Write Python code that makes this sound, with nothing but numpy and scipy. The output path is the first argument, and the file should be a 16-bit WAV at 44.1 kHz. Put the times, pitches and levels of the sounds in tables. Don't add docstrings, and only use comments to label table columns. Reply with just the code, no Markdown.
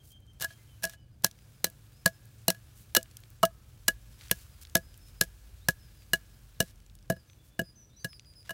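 import sys
import numpy as np
from scipy import signal
from scipy.fft import rfft, irfft
from scipy.io import wavfile
from scipy.ndimage import uniform_filter1d

SR = 44100
rng = np.random.default_rng(int(sys.argv[2]) if len(sys.argv) > 2 else 0)


def master_out(mix):
    frames = np.transpose(np.atleast_2d(mix))
    ceiling = np.clip(frames, -1, 1)
    pcm = np.round(ceiling * 32767).astype(np.int16)
    wavfile.write(sys.argv[1], SR, pcm)


N = 376173
LEAD_S = .008


def gain_of(db):
    return 10 ** (np.asarray(db) / 20)


def unit_rms(x):
    return x / np.sqrt(np.mean(x ** 2) + 1e-20)


def wander(noise, samples):
    return unit_rms(uniform_filter1d(noise, samples))


def automation(points):
    return np.interp(np.arange(N) / SR, *np.transpose(points))


def eq_curve(points, hz):
    corner_hz, db = np.transpose(points)
    return np.interp(np.log(hz + 1), np.log(corner_hz + 1), db)


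def bell(centre_hz, octaves):
    return lambda hz: np.maximum(-2.2 * (np.log2((hz + 50) / centre_hz) / octaves) ** 2, -80)


def coloured(noise, spectrum_db):
    hz = np.fft.rfftfreq(len(noise), 1 / SR)
    return unit_rms(irfft(rfft(noise) * gain_of(spectrum_db(hz)), len(noise)))


def low_pass(x, hz):
    return signal.oaconvolve(x, signal.firwin(301, hz, window=("kaiser", 9), fs=SR), "same")


def add(mix, start_s, sound):
    part = mix[round(start_s * SR):][:len(sound)]
    part += sound[:len(part)]


def burst(t, rise_ms, fall_ms):
    ms = np.abs(t) * 1000
    return np.where(t < 0, np.exp(-(ms / rise_ms) ** 1.5), np.exp(-ms / fall_ms))


def wash(spectrum, size, bins, level_db, patchy_db, flicker_db, tilt_db=np.zeros(N)):
    hop = size // 4
    frames, hz = N // hop + 5, np.fft.rfftfreq(size, 1 / SR)[:bins]
    real, imag, patches = rng.standard_normal((frames, bins, 3)).T
    patches = unit_rms(uniform_filter1d(uniform_filter1d(patches, 10, axis=0), 12, axis=1))
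    flicker = wander(rng.standard_normal(frames), 3)
    frame_starts = np.minimum(np.arange(frames) * hop, N - 1)
    slope_db = np.log2(hz / 6000 + .05)[:, None] * tilt_db[frame_starts]
    field_db = eq_curve(spectrum, hz)[:, None] + slope_db + patchy_db * patches + flicker_db * flicker
    spectra = np.pad((real + 1j * imag) * gain_of(field_db), ((0, size // 2 + 1 - bins), (0, 0)))
    noise = signal.istft(spectra, nperseg=size, noverlap=size - hop)[1][:N]
    return gain_of(level_db) * unit_rms(noise)


def tone(times, hz, db, noise, waver, waver_samples, overtones_db=()):
    t = np.arange(times[0], times[-1], 1 / SR)
    drift, flutter = (wander(row, waver_samples)[:len(t)] for row in noise)
    phase = 2 * np.pi * np.cumsum(np.interp(t, times, hz) * (1 + waver * drift)) / SR
    wave = np.sin(phase) + sum(gain_of(o) * np.sin(k * phase) for k, o in enumerate(overtones_db, 2))
    envelope = gain_of(np.interp(t, times, db) + 1.2 * flutter) * signal.windows.tukey(len(t), .2)
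    return np.sqrt(2) * envelope * wave


# frequency in Hz, relative level in dB.
DEEP_EQ = [(18, -44), (30, -12), (43, -1.5), (65, -2.5), (97, -6), (120, -7), (160, -31), (260, -120)]
UPPER_EQ = [(41, -33.5), (70, -3.5), (118, -1), (177, -15), (210, -11.5), (269, -23), (306, -16.5),
            (351, -25), (575, -26), (900, -37.5), (1170, -59), (1980, -120)]
# time in seconds, level in dB.
DEEP_RIDE = [(0.0, -60), (0.71, -57.5), (2.2, -60.5), (3.7, -58.5), (4.47, -56), (5.5, -56), (5.9, -57.5),
             (6.72, -60.5), (7.2, -63), (8.53, -62)]


def rumble():
    deep = wash(DEEP_EQ, size=4096, bins=26, level_db=automation(DEEP_RIDE), patchy_db=1.2, flicker_db=.9)
    upper = wash(UPPER_EQ, size=2048, bins=94, level_db=-60.5, patchy_db=1.05, flicker_db=.94)
    return deep + upper


# time in seconds, pitch in Hz, level in dB.
ENGINE_PATHS = [
    [(0, 110, -62.5), (1.0, 111, -63), (2.0, 111, -65), (2.4, 112, -56.5), (2.7, 111, -61.5),
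     (3.8, 111, -60), (4.4, 111.5, -61), (4.75, 111.5, -65)],
    [(0, 134, -71.5), (1.5, 134, -68), (3.2, 134, -68), (4.3, 134, -72)],
    [(3.7, 41.5, -69), (3.85, 44.7, -59), (4.2, 54.5, -58.5), (4.64, 73.7, -55.5), (4.9, 84, -65.5)],
    [(4.6, 38, -64), (4.87, 43.4, -55.5), (5.58, 55.6, -55), (5.84, 54.6, -58), (6.67, 44.7, -58.5),
     (6.92, 43.8, -57), (7.3, 42.5, -62)],
]


def engines():
    out = np.zeros(N)
    for path in ENGINE_PATHS:
        times, hz, db = np.transpose(path)
        noise = rng.standard_normal((2, 5 * SR))
        add(out, times[0], tone(times, hz, db, noise, waver=.02, waver_samples=4000))
    return out


# frequency in Hz, relative level in dB.
RUSTLE_EQ = [(180, -33.5), (300, -2), (532, -10.5), (662, -9.5), (1100, -9), (1670, -6), (1980, -13.5),
             (2190, -8.5), (15200, -13.5), (16000, -10), (16800, -51)]
# time in seconds, level in dB.
RUSTLE_RIDE = [(0.0, -71), (0.22, -75.5), (0.39, -72), (0.53, -64.5), (0.79, -66), (1.01, -77.5),
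               (1.27, -72), (1.39, -66), (3.15, -65), (3.5, -67), (4.18, -64), (4.3, -59), (4.6, -64),
               (6.49, -65), (6.96, -71), (7.3, -68.5), (7.75, -72), (8.53, -71)]


def rustle():
    level_db = automation(RUSTLE_RIDE)
    tilt_db = .15 * (level_db + 66)
    return wash(RUSTLE_EQ, size=256, bins=129, level_db=level_db,
                patchy_db=.7, flicker_db=1.03, tilt_db=tilt_db)


def garden_echoes(x, t60, predelay_s, clump_db):
    t = np.arange(SR // 2) / SR
    clumps_db = clump_db * wander(rng.standard_normal(len(t)), 700)
    taps = rng.choice([-1., 1.], len(t)) * (rng.random(len(t)) < 2000 / SR)
    taps *= gain_of(clumps_db - 60 * t / t60) * (t > predelay_s)
    return signal.fftconvolve(x, taps / np.linalg.norm(taps))[:N]


# start in seconds, length in seconds, first, middle and last pitch in Hz,
# level in dB, second harmonic in dB relative to the fundamental.
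BIRD_CALLS = [(0.0, .025, 3218, 3200, 3150, -66, -14), (0.1, .095, 3139, 3186, 3150, -62, -20.5),
              (0.21, .05, 3150, 3150, 3150, -74, -18), (0.272, .052, 3150, 3150, 3100, -65, -15),
              (0.34, .055, 3168, 3140, 3200, -78, -18), (0.47, .1, 3110, 3180, 3190, -68, -18),
              (.58, .06, 2080, 2067, 2064, -70, -18), (0.67, .09, 3150, 3100, 2950, -70, -18),
              (0.93, .12, 2900, 2980, 2930, -76, -18), (0.99, .07, 5050, 4900, 4480, -80, -12),
              (1.11, .05, 4950, 4900, 4590, -82, -12), (1.36, .12, 4630, 4970, 4600, -78, -12),
              (1.54, .03, 5120, 5114, 5140, -74, -12), (1.59, .04, 5033, 4850, 4460, -78, -12),
              (1.91, .12, 4480, 5080, 5100, -73, -12), (2.12, .05, 5220, 5160, 5150, -73, -12),
              (4.13, .05, 5060, 5102, 5146, -73, -12), (4.49, .09, 4916, 4980, 4650, -76, -12),
              (4.8, .14, 4850, 5090, 4880, -71, -12), (5.0, .09, 5210, 5200, 5050, -68, -12),
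              (5.16, .045, 5086, 5050, 4996, -70, -12), (5.6, .085, 3414, 3900, 4650, -70, -18),
              (5.78, .12, 5160, 5120, 4614, -70, -12), (5.95, .1, 5040, 4880, 4494, -72, -12),
              (6.28, .1, 5250, 5100, 4900, -78, -12), (7.14, .09, 5169, 5050, 4600, -69, -12),
              (7.27, .08, 6219, 6090, 6100, -71, -22), (7.38, .08, 3430, 3450, 3488, -74, -18),
              (7.5, .08, 3420, 3500, 3420, -74, -18), (7.63, .09, 4976, 4950, 4730, -62, -10.5),
              (7.75, .11, 6138, 6030, 5750, -60, -22), (7.89, .07, 3638, 3630, 3650, -74, -18),
              (7.92, .12, 4000, 4000, 4000, -72, -18), (7.96, .08, 5750, 6100, 6250, -58.5, -22),
              (7.99, .05, 4719, 4700, 4580, -63, -10.5), (8.08, .1, 5200, 5050, 4670, -57.5, -10.5),
              (8.25, .09, 4914, 4850, 4741, -61, -10.5), (8.35, .08, 5110, 4980, 4780, -58.5, -10.5)]


def birds():
    out = np.zeros(N)
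    along = np.linspace(-1, 1, 17)
    ends_db = along ** 2 * np.where(along < 0, -5, -7)
    for start, length, first_hz, middle_hz, last_hz, db, second_db in BIRD_CALLS:
        glide = along * (last_hz - first_hz) / 2
        arch = along ** 2 * ((first_hz + last_hz) / 2 - middle_hz)
        noise = rng.standard_normal((2, 8192))
        call = tone(length * (along + 1) / 2, middle_hz + glide + arch, db + ends_db, noise,
                    waver=.011, waver_samples=120, overtones_db=[second_db, second_db - 8])
        add(out, start, call)
    return out


# start in seconds, end in seconds, level in dB, band centre in Hz.
DRAGS = [(0.022, 0.15, -59.5, 13000), (0.402, 0.445, -41, 3500), (0.826, 0.86, -40, 4000),
         (0.457, 0.553, -60.5, 4000), (0.861, 0.967, -57.5, 3940), (2.297, 2.44, -70.5, 5000),
         (2.737, 2.86, -60, 10000), (4.112, 4.14, -62.5, 4000), (4.169, 4.294, -58, 2710),
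         (4.327, 4.46, -58.5, 7000), (4.606, 4.643, -53, 7000), (5.048, 5.12, -64, 5000),
         (6.0, 6.049, -67, 3500), (6.63, 6.73, -61, 4500), (7.42, 7.518, -68, 10000),
         (8.44, 8.5, -60, 2300)]


def scrapes():
    out = np.zeros(N)
    for start, end, db, centre_hz in DRAGS:
        noise, roughness = rng.standard_normal((2, 8192))
        grains = unit_rms(coloured(noise, bell(centre_hz, octaves=1.05)) * gain_of(3 * wander(roughness, 70)))
        length = min(round((end - start) * SR), len(noise))
        add(out, start, gain_of(db) * grains[:length] * signal.windows.tukey(length, .6))
    return out


# peak time in seconds, relative level in dB, band centre in Hz.
CRUMB_TICKS = [(0.204, -60, 13000), (0.2672, -63, 7200), (0.335, -59, 12000), (0.8743, -42, 5600),
               (1.2233, -52, 6900), (1.313, -42, 5930), (1.389, -53, 3100), (1.7007, -42, 11100),
               (2.2553, -49, 11400), (3.0118, -45, 3500), (3.0297, -34.5, 8560), (3.0586, -55, 2000),
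               (3.1126, -47, 5400), (3.17, -35.5, 6500), (3.2041, -50, 12000), (3.2368, -46.5, 3300),
               (3.3033, -48, 12600), (4.211, -43, 2860), (4.2838, -46, 4400), (4.2986, -46, 2700),
               (4.6517, -43, 3260), (4.6715, -51, 4100), (4.6979, -49, 5970), (4.9426, -49, 5200),
               (4.977, -46, 14100), (5.0857, -50, 5560), (6.0225, -55, 3110), (6.7587, -57, 6500),
               (6.7782, -59, 4800), (6.8029, -53, 4700), (7.0274, -57, 4800), (6.864, -52, 5000),
               (6.8986, -55, 3700), (6.9532, -47, 7100), (6.989, -53, 4100), (7.299, -49, 2600),
               (7.3329, -57, 3600), (8.1316, -45, 2590), (8.1962, -43, 3300), (8.248, -54.5, 3116),
               (8.3375, -55, 4200), (8.4295, -56.5, 3570)]


def crumbs():
    out = np.zeros(N)
    t = np.arange(1024) / SR - LEAD_S
    envelope = burst(t, rise_ms=.74, fall_ms=1) + .12 * burst(t, rise_ms=.6, fall_ms=4)
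    for peak_s, db, centre_hz in CRUMB_TICKS:
        grit = coloured(rng.standard_normal(len(t)), bell(centre_hz, octaves=.58))
        add(out, peak_s - LEAD_S, .8 * gain_of(db) * grit * envelope)
    return out


# frequency in Hz, relative level in dB.
CRACK_EQ = [(240, -31.5), (400, -5), (1120, -12.5), (1710, -8.5), (4660, -5.5), (5530, -3), (7330, -6),
            (13900, -5), (16800, -16.5)]


def spice_crack(t, noise, lumps, rise_ms, fall_ms, crunch_db):
    grit = coloured(noise, lambda hz: eq_curve(CRACK_EQ, hz) + .3 * np.log2(hz / 6000 + .043))
    tail = burst(t, rise_ms, fall_ms=10.2) + gain_of(-22) * burst(t, rise_ms, fall_ms=24)
    return grit * (burst(t, rise_ms, fall_ms) + gain_of(crunch_db) * lumps * tail)


# group (0-5: thud, low, knock, main, upper, top),
# pitch in Hz, relative level in dB, base time to fade by 60 dB in seconds.
MODES = [(0, 125, -7, .077), (0, 177.9, 1.5, 0.065), (0, 230, -7, 0.051), (0, 355, -3, .044),
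         (0, 514.5, -3, 0.05), (1, 661, 0, 0.074), (2, 1060, 1.5, .02), (2, 1280, -2.5, 0.03),
         (3, 1671, 1, 0.063), (4, 2892, 0, .038), (5, 4064, 1, .026), (5, 4404, -6.5, .028)]


def body_ring(age, group_db, ground_db, ring_factor):
    swell = 1 - np.exp(-age / .0015)
    ring = np.zeros(len(age))
    for index, (group, hz, db, t60) in enumerate(MODES):
        phase, detune = rng.standard_normal(2)
        level_db = group_db[int(group)] + db + (ground_db if index == 0 else 0)
        decay = gain_of(level_db - 60 * age / (ring_factor * t60))
        ring += decay * np.sin(2 * np.pi * hz * (1 + .004 * detune) * age + .72 * phase)
    return swell * ring


# time in seconds, dB added to the deepest mode,
# ring length as a factor set by grip and spice, crunch in dB relative to the crack.
HIT_CHARACTER = [(0.4, -5, 1.05, -20.5), (0.85, -8, 1.5, -21), (1.25, -6, .9, -22.5), (1.65, -8, 1.4, -23),
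                 (2.06, -9, 1.05, -22.5), (2.5, -8, 1.25, -22), (3.9, -6, 1.05, -24), (4.3, -3, .75, -24),
                 (4.75, -2, 1.1, -22.5), (5.7, -2, .75, -21.5), (6.1, -1.5, .85, -20.5), (6.6, -2, .8, -18),
                 (7.1, -.6, 1.05, -16), (8.5, 4, .95, -16)]


def contact(peak_s, crack_db, rise_ms, fall_ms, *group_db):
    times, *columns = np.transpose(HIT_CHARACTER)
    ground_db, ring_factor, crunch_db = (np.interp(peak_s, times, column) for column in columns)
    crack_noise, lump_noise, rattle_noise = rng.standard_normal((3, 6144))
    t = np.arange(len(crack_noise)) / SR - LEAD_S
    lumps = gain_of(3.4 * wander(lump_noise, 30))
    crack = .79 * gain_of(crack_db) * spice_crack(t, crack_noise, lumps, rise_ms, fall_ms, crunch_db)
    age = np.maximum(t + min(rise_ms, 1.5) / 1000, 0)
    ring = 1.313 * body_ring(age, group_db, ground_db, ring_factor)
    rattle = gain_of(-43) * rattle_noise * lumps * burst(t + LEAD_S, rise_ms, fall_ms=8)
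    return crack + ring + signal.fftconvolve(ring, rattle)[:len(t)]


# peak time in seconds, relative crack level in dB,
# rise in ms, fall in ms, then the gains of the thud, low, knock, main, upper and top modes in dB.
HARD_HITS = [(0.4234, -20.5, 0.53, 0.5, -55, -52, -45, -34, -35, -34),
             (0.4447, -23, 0.64, 0.5, -65, -45, -41, -28, -46, -44),
             (0.447, -23.5, 0.52, 0.6, -69, -56, -60, -30, -58, -47),
             (0.8412, -21.5, 2.1, 0.9, -48, -32.5, -43, -25.5, -44, -45),
             (1.2465, -8.5, 1.7, 0.7, -30.5, -34.5, -33, -24, -34, -24),
             (1.645, -9, 1.25, 0.6, -39, -46.5, -41, -38, -38, -25.5),
             (2.0586, -23, 0.49, 2.1, -27, -28, -23.5, -19.5, -24, -23.5),
             (2.0615, -9.5, 1.47, 0.6, -27.5, -30, -28, -19, -27, -28),
             (2.4829, -9, 1.1, 0.7, -24.5, -24.5, -42, -31.5, -22, -18),
             (2.9504, -9, 0.54, 1.1, -51, -35.5, -38.5, -24.5, -28, -25),
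             (2.9648, -18, 0.78, 2.1, -40, -30.5, -28, -17, -18.5, -24),
             (2.9669, -12, 0.68, 0.9, -27, -27.5, -30, -17, -30, -23),
             (2.9696, -14, 4.1, 1.6, -27.5, -27.5, -49.5, -27.5, -39, -23),
             (3.4318, -22, 1.45, 4.1, -29, -20.5, -14, -33, -22, -28),
             (3.4352, -21, 0.46, 0.6, -29.5, -16.5, -13, -33.5, -23.5, -48),
             (3.8831, -12, 1.48, 2.1, -34, -29, -25, -20.5, -23.5, -27),
             (3.886, -14, 0.61, 0.3, -37, -42, -50, -25.5, -32, -31),
             (4.3135, -10.5, 0.95, 1.4, -26.5, -36, -31, -23.5, -23.5, -24.5),
             (4.7549, -9, 1.7, 0.55, -24.5, -22, -30, -18.5, -31, -32.5),
             (5.213, -8.5, 1.45, 0.6, -28.5, -36.5, -30, -19, -29, -23.5),
             (5.6864, -12, 0.62, 1.1, -23.5, -32, -23, -14.5, -29.5, -26.5),
             (6.1344, -13, 0.55, 1.4, -27, -31, -28, -14.5, -16, -20.5),
             (6.6045, -15.5, 1.2, 1.7, -22.5, -24, -32, -20.5, -17.5, -29.5),
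             (7.1015, -25, 1.41, 1.7, -22.5, -21.5, -33, -25.5, -36.5, -42),
             (7.5937, -30, 1.28, 2.7, -27, -28.5, -42, -22, -28.5, -47),
             (8.0467, -30.5, 1.66, 2.4, -34, -41.5, -44, -29, -35.5, -36.5),
             (8.4942, -39, 0.85, 2.6, -61, -44, -40, -30, -36, -49.5),
             (8.5069, -35.5, 1.6, 3.3, -41.5, -36, -36, -33.5, -36.5, -41)]
# peak time in seconds, then relative crack, thud and ring levels in dB.
LIGHT_TOUCHES = [(0.4005, -44, -65, -52), (0.41, -33, -49, -45), (0.506, -62, -70, -46),
                 (0.87, -50, -65, -41), (0.897, -40, -65, -50), (0.936, -50, -70, -50),
                 (2.548, -50, -65, -47), (7.166, -58, -50, -50), (0.4169, -28, -51, -44),
                 (0.438, -36, -59, -33), (0.8257, -43, -63, -44), (0.8352, -30, -48, -37),
                 (0.8525, -24, -48, -36), (1.2394, -33.5, -41.5, -36), (1.2658, -29, -59, -45),
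                 (1.6685, -37.5, -47.5, -43), (2.078, -29, -52, -39), (2.5039, -15, -41, -33),
                 (3.4537, -20.5, -57, -36), (3.9071, -43.5, -57, -58), (4.3284, -40, -59, -48),
                 (4.769, -27, -44.5, -40), (4.7767, -33, -39, -48), (5.2234, -31, -51, -40),
                 (5.237, -36.5, -46, -52), (5.6953, -32.5, -39, -36), (5.708, -39, -55, -45),
                 (6.1422, -31.5, -42, -37), (6.1578, -40, -57, -45), (6.6119, -30, -38, -36),
                 (6.6271, -40, -34, -48), (7.1082, -38.5, -31, -33), (7.1236, -45, -34.5, -39),
                 (7.6163, -44, -34, -55), (8.0535, -39, -43, -46)]
TOUCH_TRIMS_DB = [-12, -16, -1.5, -13, -13]


def pestle():
    out = np.zeros(N)
    rise_ms, fall_ms = 1.6, 1.4
    touches = [(peak_s, crack_db, rise_ms, fall_ms, thud_db, *(ring_db + np.array(TOUCH_TRIMS_DB)))
               for peak_s, crack_db, thud_db, ring_db in LIGHT_TOUCHES]
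    for peak_s, *settings in HARD_HITS + touches:
        add(out, peak_s - LEAD_S, contact(peak_s, *settings))
    return out


def scene():
    mortar, song = pestle() + crumbs(), birds()
    mids = signal.lfilter(*signal.butter(2, [1100, 2600], "band", fs=SR), mortar)
    echoes = gain_of(-38.5) * garden_echoes(mids, t60=.9, predelay_s=.036, clump_db=3.5)
    echoes += gain_of(-7) * garden_echoes(song, t60=.3, predelay_s=.013, clump_db=3)
    friction = low_pass(rustle() + scrapes(), hz=15900)
    return (mortar + song + echoes + friction + rumble() + engines())[None]


def record(dry):
    thinned = signal.sosfilt(signal.butter(4, 36, "high", fs=SR, output="sos"), dry[0])
    return low_pass(thinned, hz=16830)[None]


dry = scene()
out = record(dry)
master_out(out)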